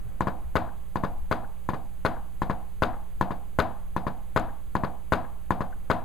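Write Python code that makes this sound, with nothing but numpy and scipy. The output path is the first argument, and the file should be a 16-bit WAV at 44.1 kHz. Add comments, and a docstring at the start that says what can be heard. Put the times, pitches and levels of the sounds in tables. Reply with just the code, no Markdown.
"""First comes a small room's background, which lasts throughout: ventilation, mains hum, microphone hiss.
Then a hand taps a whiteboard in a gallop: thumb, at once the forefinger, and after a gap a harder
middle finger. Each fingertip thuds on its own spot, with a tick of skin and a dry clack of the panel,
and the room rings briefly after it. The gallop comes eight times, with a few soft bumps early on,
faint squeaks of skin peeling off along the way, and a grazing nail in each of the last three."""
import sys
import numpy as np
from scipy import signal
from scipy.fft import rfft, irfft
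from scipy.io import wavfile

SR = 44100
rng = np.random.default_rng(int(sys.argv[2]) if len(sys.argv) > 2 else 0)


def persist_wave(psi):
    """Save psi, clipped to +-1, as 16-bit WAV."""
    counts = np.round(np.clip(psi, -1, 1) * 32767).astype(np.int16)
    wavfile.write(sys.argv[1], SR, np.atleast_2d(counts).T)


N = 266452


# One row a gallop: t/s, force/dB for the thumb, then for the forefinger, then for the middle finger
GALLOPS = [(0.208, 1.2, 0.2713, 0.6, 0.5554, -0.8), (0.958, -1, 1.0368, 0.7, 1.3132, -2.9),
           (1.69, -1, 1.735, -4.4, 2.0505, -1.3), (2.4193, -0.1, 2.4987, 0.4, 2.8222, -0.6),
           (3.2119, 3, 3.3076, -3.7, 3.5883, 0.8), (3.9648, -0.5, 4.0681, -0.6, 4.3623, -0.4),
           (4.7535, 1.5, 4.8363, 0.5, 5.1222, 0), (5.507, 3, 5.6071, -1.3, 5.9012, -0.5)]

def taps():
    """Lists every tap as (time, finger, force); finger 0 is the thumb, 1 the forefinger, 2 the middle."""
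    return [(s, finger, force_db) for row in GALLOPS
            for finger, (s, force_db) in enumerate(zip(row[::2], row[1::2]))]


# How each finger lands at a force of 0 dB: treble cutoff f/Hz (higher is harder), tick/dB, clack/dB
TOUCH = [(1100, -38, -43), (1250, -45, -44.5), (1500, -35.7, -33.1)]
# How each finger's blow spreads: board's dense ringing/dB, room's echo/dB, room's own notes/dB
SPREAD = [(-29, -31.5, -48), (-28, -34.5, -48.5), (-21.5, -25.5, -39)]

def thuds(t, octaves_per_db=.025):
    """Each finger returns to nearly the same spot, so its thud changes only a little from tap to tap."""
    out = np.zeros(N)
    spots = [struck_spot(finger, t) for finger in range(len(SPREAD))]
    for s, finger, force_db in taps():
        _, room_db, _ = SPREAD[finger]
        cutoff_hz, _, _ = TOUCH[finger]
        # the arm and body move between taps and scatter the sound a little differently
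        scatter = room_tail(len(t)) * rise(t, 0.0036, 0.0061) * amp(room_db - 3)
        scatter += sliding_ring(t) * amp(room_db - 4)
        # a firmer tap flattens the pad and sounds brighter
        push = fingertip(cutoff_hz * 2 ** (octaves_per_db * force_db))
        thud = signal.fftconvolve(spots[finger] + scatter, push)
        add(out, s - len(push) / 2 / SR, amp(force_db) * thud)
    return out


def fingertip(cutoff_hz):
    """A soft pad gives a rounded push of under a millisecond, centred in 256 samples."""
    hz = np.fft.rfftfreq(256, 1 / SR)
    return np.fft.fftshift(irfft(1 / (1 + (hz / cutoff_hz) ** 4)))


# The board's notes: f/Hz, fade/s (time to drop 60 dB), level/dB for thumb, forefinger, middle finger
BOARD_NOTES = [(131.8, 0.041, -20.5, -19, -18.5), (188.4, 0.18, -31.5, -35, -37),
               (296.5, 0.029, -23.5, -31.5, -19), (424, .05, -38, -33, -29),
               (564.5, 0.047, -29, -31.5, -17), (869, 0.018, -18.5, -26, -13),
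               (1007, 0.025, -11.5, -17, -36.5), (1373, 0.016, -16, -35, -14),
               (1710, 0.058, -14, -18.5, -23)]
# Waves bouncing back off the frame and things nearby: delay/s, gain for each finger (minus flips the wave)
FRAME_ECHOES = [(0.00226, -0.092, -0.39, -0.39), (0.00325, 0.045, 0.23, -0.4),
                (0.00512, -0.22, -0.28, -0.6), (0.00701, -0.2, -0.29, -0.63), (0.0119, 0.03, 0.03, 0.23),
                (0.01385, 0.18, 0.27, 0.52), (0.0151, 0.21, 0.2, -0.13)]
# The board's many other notes, too close together to tell apart: f/Hz, level/dB
DENSE_SPECTRUM = [(40, -8), (110, -14.5), (190, -4), (380, -6), (540, -5), (800, -9), (1000, -4), (1500, 2),
                  (2000, -9), (2800, -1), (5000, -16), (16000, -42)]

def struck_spot(finger, t):
    """A sharp blow on one finger's spot sets the board ringing, and then the room."""
    dense_db, room_db, room_notes_db = SPREAD[finger]
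    main = ring([(hz, levels[finger], fade_s) for hz, fade_s, *levels in BOARD_NOTES], t)
    main = echoed(main, [(delay, gains[finger]) for delay, *gains in FRAME_ECHOES])
    dense = noise(DENSE_SPECTRUM, len(t)) * rise(t, 0.0035, 0.0075) * amp(dense_db + 15 - 60 * t / 0.076)
    room = room_tail(len(t)) * rise(t, 0.0058, .016) * amp(room_db + 3.5)
    room += sliding_ring(t) * amp(room_db - 1.5)
    room += room_notes(t) * amp(room_notes_db + 4)
    return main + dense + room


# The tone of the panel's clack: f/Hz, level/dB
CLACK_SPECTRUM = [(200, -30), (1200, -8), (1800, 6.5), (2400, 5.5), (2900, -1), (3650, 0.5), (4500, -4.5),
                  (4950, -3), (5400, -6), (7000, -18), (15000, -23)]
# The tone of its bright first echo: f/Hz, level/dB
BOUNCE_SPECTRUM = [(200, -30), (1200, 25), (1900, 2.5), (2700, -6), (3600, 12.5), (4500, 9.5), (4950, 4),
                   (5400, -22.5), (7000, -28.5), (15000, -12)]
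# Echo strength, one row a finger: clack's echo/dB, tick's echoes/dB
ECHO_LEVELS = [(3, -11.5), (6, -2.5), (10, 2.5)]

def clacks(t, bounce_s=.0129, db_per_force_db=0.8):
    """The panel throws its high ringing sideways, so the brightest part arrives as an echo."""
    out = np.zeros(N)
    clack_shape = rise(t, 0, 0.0038) * (amp(1.5) * np.exp(-t / 0.0074) + amp(-9.5) * np.exp(-t / 0.036))
    bounce_shape = rise(t, bounce_s, 0.00026) * np.exp(-abs(t - bounce_s) / 0.0017)
    for s, finger, force_db in taps():
        _, _, clack_db = TOUCH[finger]
        bounce_db, _ = ECHO_LEVELS[finger]
        bounce = amp(bounce_db + 3.5) * noise(BOUNCE_SPECTRUM, len(t)) * bounce_shape
        clack = noise(CLACK_SPECTRUM, len(t)) * clack_shape
        add(out, s, amp(clack_db + db_per_force_db * force_db) * (clack + bounce))
    return out


# The tone of skin or nail touching the board: f/Hz, level/dB
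TICK_SPECTRUM = [(200, -24), (1500, 15), (3000, -6.5), (6500, 2.5), (9000, -7), (12000, -1.5), (16000, -23)]
# Treble bouncing off floor, ceiling and walls: delay/s, gain
WALL_ECHOES = [(.0022, 0.5), (.0064, .55), (.0127, .8), (.022, 0.16), (.034, .25), (.042, .13)]

def ticks(t, db_per_force_db=1.4):
    """Skin meets the glossy board in a brief tick that glances off the room's surfaces."""
    out = np.zeros(N)
    shape = np.exp(-t / .0011) + amp(-16) * np.exp(-t / .012)
    for s, finger, force_db in taps():
        _, tick_db, _ = TOUCH[finger]
        _, echo_db = ECHO_LEVELS[finger]
        tick = amp(tick_db + db_per_force_db * force_db) * noise(TICK_SPECTRUM, len(t)) * shape
        echoes = [(delay, gain * amp(echo_db)) for delay, gain in WALL_ECHOES]
        add(out, s - .0004, echoed(tick, echoes))
    return out


# Nail clicks: t/s, level/dB
NAIL_CLICKS = [(4.397, -37), (5.156, -48), (5.933, -48)]

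def nails(t):
    """A nail grazes the board just after a hard tap and makes a tiny dry click."""
    out = np.zeros(N)
    for s, db in NAIL_CLICKS:
        add(out, s, amp(db) * noise(TICK_SPECTRUM, len(t)) * np.exp(-t / .0013))
    return out


# Skin squeaks: t/s, level/dB
SQUEAKS = [(0.692, -57.5), (1.448, -54), (2.166, -55), (2.94, -54.5), (4.495, -56), (5.25, -54.5),
           (5.729, -52.5)]

def squeaks(hz=1580, length_s=.024):
    """A fingertip that has rested on the board peels off with a faint squeak."""
    return swells([(s, hz, db, length_s) for s, db in SQUEAKS])


# Low bumps: t/s, f/Hz, level/dB, length/s
LOW_BUMPS = [(0.063, 118, -43, 0.0496), (0.458, 60.4, -41.5, 0.1), (1.233, 70, -43, 0.063)]

def bumps():
    """Soft low bumps come and go around the first two gallops."""
    return swells(LOW_BUMPS)


# The tone of the room's echo: f/Hz, level/dB
ROOM_SPECTRUM = [(30, -10), (70, 5), (220, 1.5), (400, -8.5), (560, -6), (760, -1), (1000, 1), (1300, -6),
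                 (1700, -5.5), (2300, -10.5), (4000, 1), (6000, -12), (16000, -25)]
# How long that echo lasts: f/Hz, fade/s
ROOM_FADES = [(60, 0.34), (250, 0.42), (750, 0.41), (1300, 0.48), (2000, 0.35), (4500, 0.43), (12000, .15)]

def room_tail(size):
    """Countless echoes blur into a wash of noise, each pitch dying away at its own speed."""
    hz, t, bands = signal.stft(noise(ROOM_SPECTRUM, size), SR, nperseg=512)
    fade = amp(-60 * t / curve_at(ROOM_FADES, hz)[:, None])
    _, tail = signal.istft(bands * fade, SR, nperseg=512)
    return tail[:size]


# The room's own notes (standing waves): f/Hz, level/dB, fade/s
ROOM_NOTES = [(111.2, 9, 0.16), (152.9, -2, 0.28), (182.4, -13, 0.38), (223.7, 4.5, 0.18), (248, 0.5, 0.37),
              (314, -3.5, 0.39), (344, -10, 0.22), (514, -9, 0.48), (629, -15.5, 0.81), (653, -5, 0.48),
              (689, 3, 0.41), (758, -3.5, 0.31), (803, -7.5, 0.4), (824, -2, 0.44), (918, -8, 0.52),
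              (985, -3, 0.24), (1082, -9, 0.6)]

def room_notes(t):
    """Waves that fit between the walls build up and linger, tuned a little differently for each spot."""
    notes = [(hz * rng.normal(1, 0.0029), db, fade_s) for hz, db, fade_s in ROOM_NOTES]
    return ring(notes, t) * rise(t, 0.014, 0.017)


# The pitch of the ring in the room's echo: t/s after the tap, f/Hz
RING_SLIDE = [(0, 648), (.05, 695), (.12, 792), (.2, 854), (.5, 925)]

def sliding_ring(t, width_hz=55):
    """A fluttering ring blooms late in the echo and slides upward as it fades."""
    phase = 2 * np.pi * np.cumsum(np.interp(t, *np.transpose(RING_SLIDE))) / SR
    b, a = signal.butter(2, width_hz, fs=SR)
    flutter = evened(signal.lfilter(b, a, rng.standard_normal((2, len(t)))))
    band = flutter[0] * np.cos(phase) + flutter[1] * np.sin(phase)
    return band * rise(t, 0.022, 0.027) * amp(-60 * t / 0.34)


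# The tone of the moving air: f/Hz, level/dB
AIR_SPECTRUM = [(5, -3.5), (18, 4.5), (32, -12.5), (50, 1), (75, -20), (105, -13.5), (160, -20.5),
                (350, -31), (950, -36), (1400, -37.5), (2500, -52.5), (4500, -75), (16000, -98)]
# How loud the air is over time: t/s, level/dB
AIR_LEVELS = [(0, -41.5), (.4, -43.5), (1.1, -49), (3, -50.5), (6.04, -48.5)]

def ventilation(t, rumble_db=-41, heave_db=3.5, fastest_heave_hz=3):
    """Air rushes softly over a deep rumble that swells and sinks at random."""
    air = amp(np.interp(t, *np.transpose(AIR_LEVELS))) * noise(AIR_SPECTRUM, N)
    heave_rates = np.geomspace(fastest_heave_hz / 10, fastest_heave_hz, 20)
    heave = evened(sum(sine(hz, t) for hz in heave_rates))
    rumble = noise([(5, -29), (16, 17.5), (28, -3), (55, -13), (200, -47), (2000, -100)], N)
    return air + amp(rumble_db + heave_db * heave) * rumble


# The tones in the hum: f/Hz, level/dB
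HUM_TONES = [(60, -47.5), (180, -59.5), (300, -71.5), (420, -77), (540, -73), (800, -73), (7866, -107)]

def mains_hum(t):
    """Mains power hums at 60 Hz, with fainter steady tones above it."""
    return sum(amp(db) * np.sqrt(2) * sine(hz, t) for hz, db in HUM_TONES)


# The tone of the hiss: f/Hz, level/dB
HISS_SPECTRUM = [(100, 18.5), (3000, 1.5), (4500, -5), (7000, -3), (10000, 0), (13000, 0.1), (15000, -0.5)]

def microphone_hiss():
    """A steady hiss, nearly the same on the left and the right."""
    shared = noise(HISS_SPECTRUM, N)
    separate = np.array([noise(HISS_SPECTRUM, N), noise(HISS_SPECTRUM, N)])
    return shared + amp(-19) * separate


def amp(db):
    """Turns decibels into a gain to multiply by."""
    return 10 ** (np.asarray(db) / 20)


def evened(x):
    """Scales a sound to an average (rms) strength of 1."""
    return x / np.sqrt(np.mean(x ** 2) + 1e-20)


def curve_at(points, hz):
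    """Joins points by straight lines, with octaves evenly spaced, and reads the value at hz."""
    f, value = np.transpose(points)
    return np.interp(np.log(hz + 1), np.log(f), value)


def add(mix, s, sound):
    """Mixes a sound in at s seconds."""
    part = mix[max(round(s * SR), 0):][:len(sound)]
    part += sound[:len(part)]


def noise(spectrum, size):
    """Noise of strength 1, its tone shaped by rows of f/Hz, level/dB."""
    gains = amp(curve_at(spectrum, np.fft.rfftfreq(size, 1 / SR)))
    return evened(irfft(rfft(rng.standard_normal(size)) * gains, size))


def swells(events):
    """Short swells of noise around one pitch, from rows of middle t/s, f/Hz, level/dB, length/s."""
    out = np.zeros(N)
    for s, hz, db, length in events:
        shape = np.hanning(round(length * SR))
        band = noise([(hz / 2, -35), (hz * 0.95, 0), (hz, 0), (hz * 2, -45), (hz * 10, -90)], SR // 2)
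        add(out, s - length / 2, amp(db) * evened(band[:len(shape)] * shape))
    return out


def echoed(x, echoes):
    """The sound followed by delayed copies of itself."""
    out = x.copy()
    for delay, gain in echoes:
        add(out, delay, gain * x)
    return out


def ring(notes, t):
    """Struck notes start at full strength and drop 60 dB in their fade time."""
    return sum(amp(db - 60 * t / fade_s) * np.cos(2 * np.pi * hz * t) for hz, db, fade_s in notes)


def sine(hz, t):
    """A steady wave that starts at a random point in its cycle."""
    return np.sin(2 * np.pi * (hz * t + rng.random()))


def rise(t, start, length):
    """Silence until start, then a smooth fade-in."""
    return 1 - np.exp(-(np.maximum(t - start, 0) / length) ** 2)


def scene():
    """The hand and the room are louder on the left; the hiss sits in the middle."""
    tap_t, scene_t = np.arange(SR // 2) / SR, np.arange(N) / SR
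    sound = thuds(tap_t) + ticks(tap_t) + clacks(tap_t) + nails(tap_t)
    sound += bumps() + squeaks() + ventilation(scene_t) + mains_hum(scene_t)
    return sound * amp([[2.95], [-4.5]]) + amp(-59.5) * microphone_hiss()


def record(dry, notch_hz=5480, notch_width_hz=650, top_hz=15200):
    """The recorder dulls a narrow treble band, cuts the very top and shifts each channel off zero."""
    b, a = signal.iirnotch(notch_hz, notch_hz / notch_width_hz, fs=SR)
    notched = signal.lfilter(b, a, signal.lfilter(b, a, dry))
    coloured = notched + amp(-23) * dry
    top_cut = signal.firwin(255, top_hz, window=("kaiser", 8), fs=SR)
    offset = np.array([[-.001], [-.0296]])
    return signal.oaconvolve(coloured, top_cut[None], "same") + offset


dry = scene()
out = record(dry)
persist_wave(out)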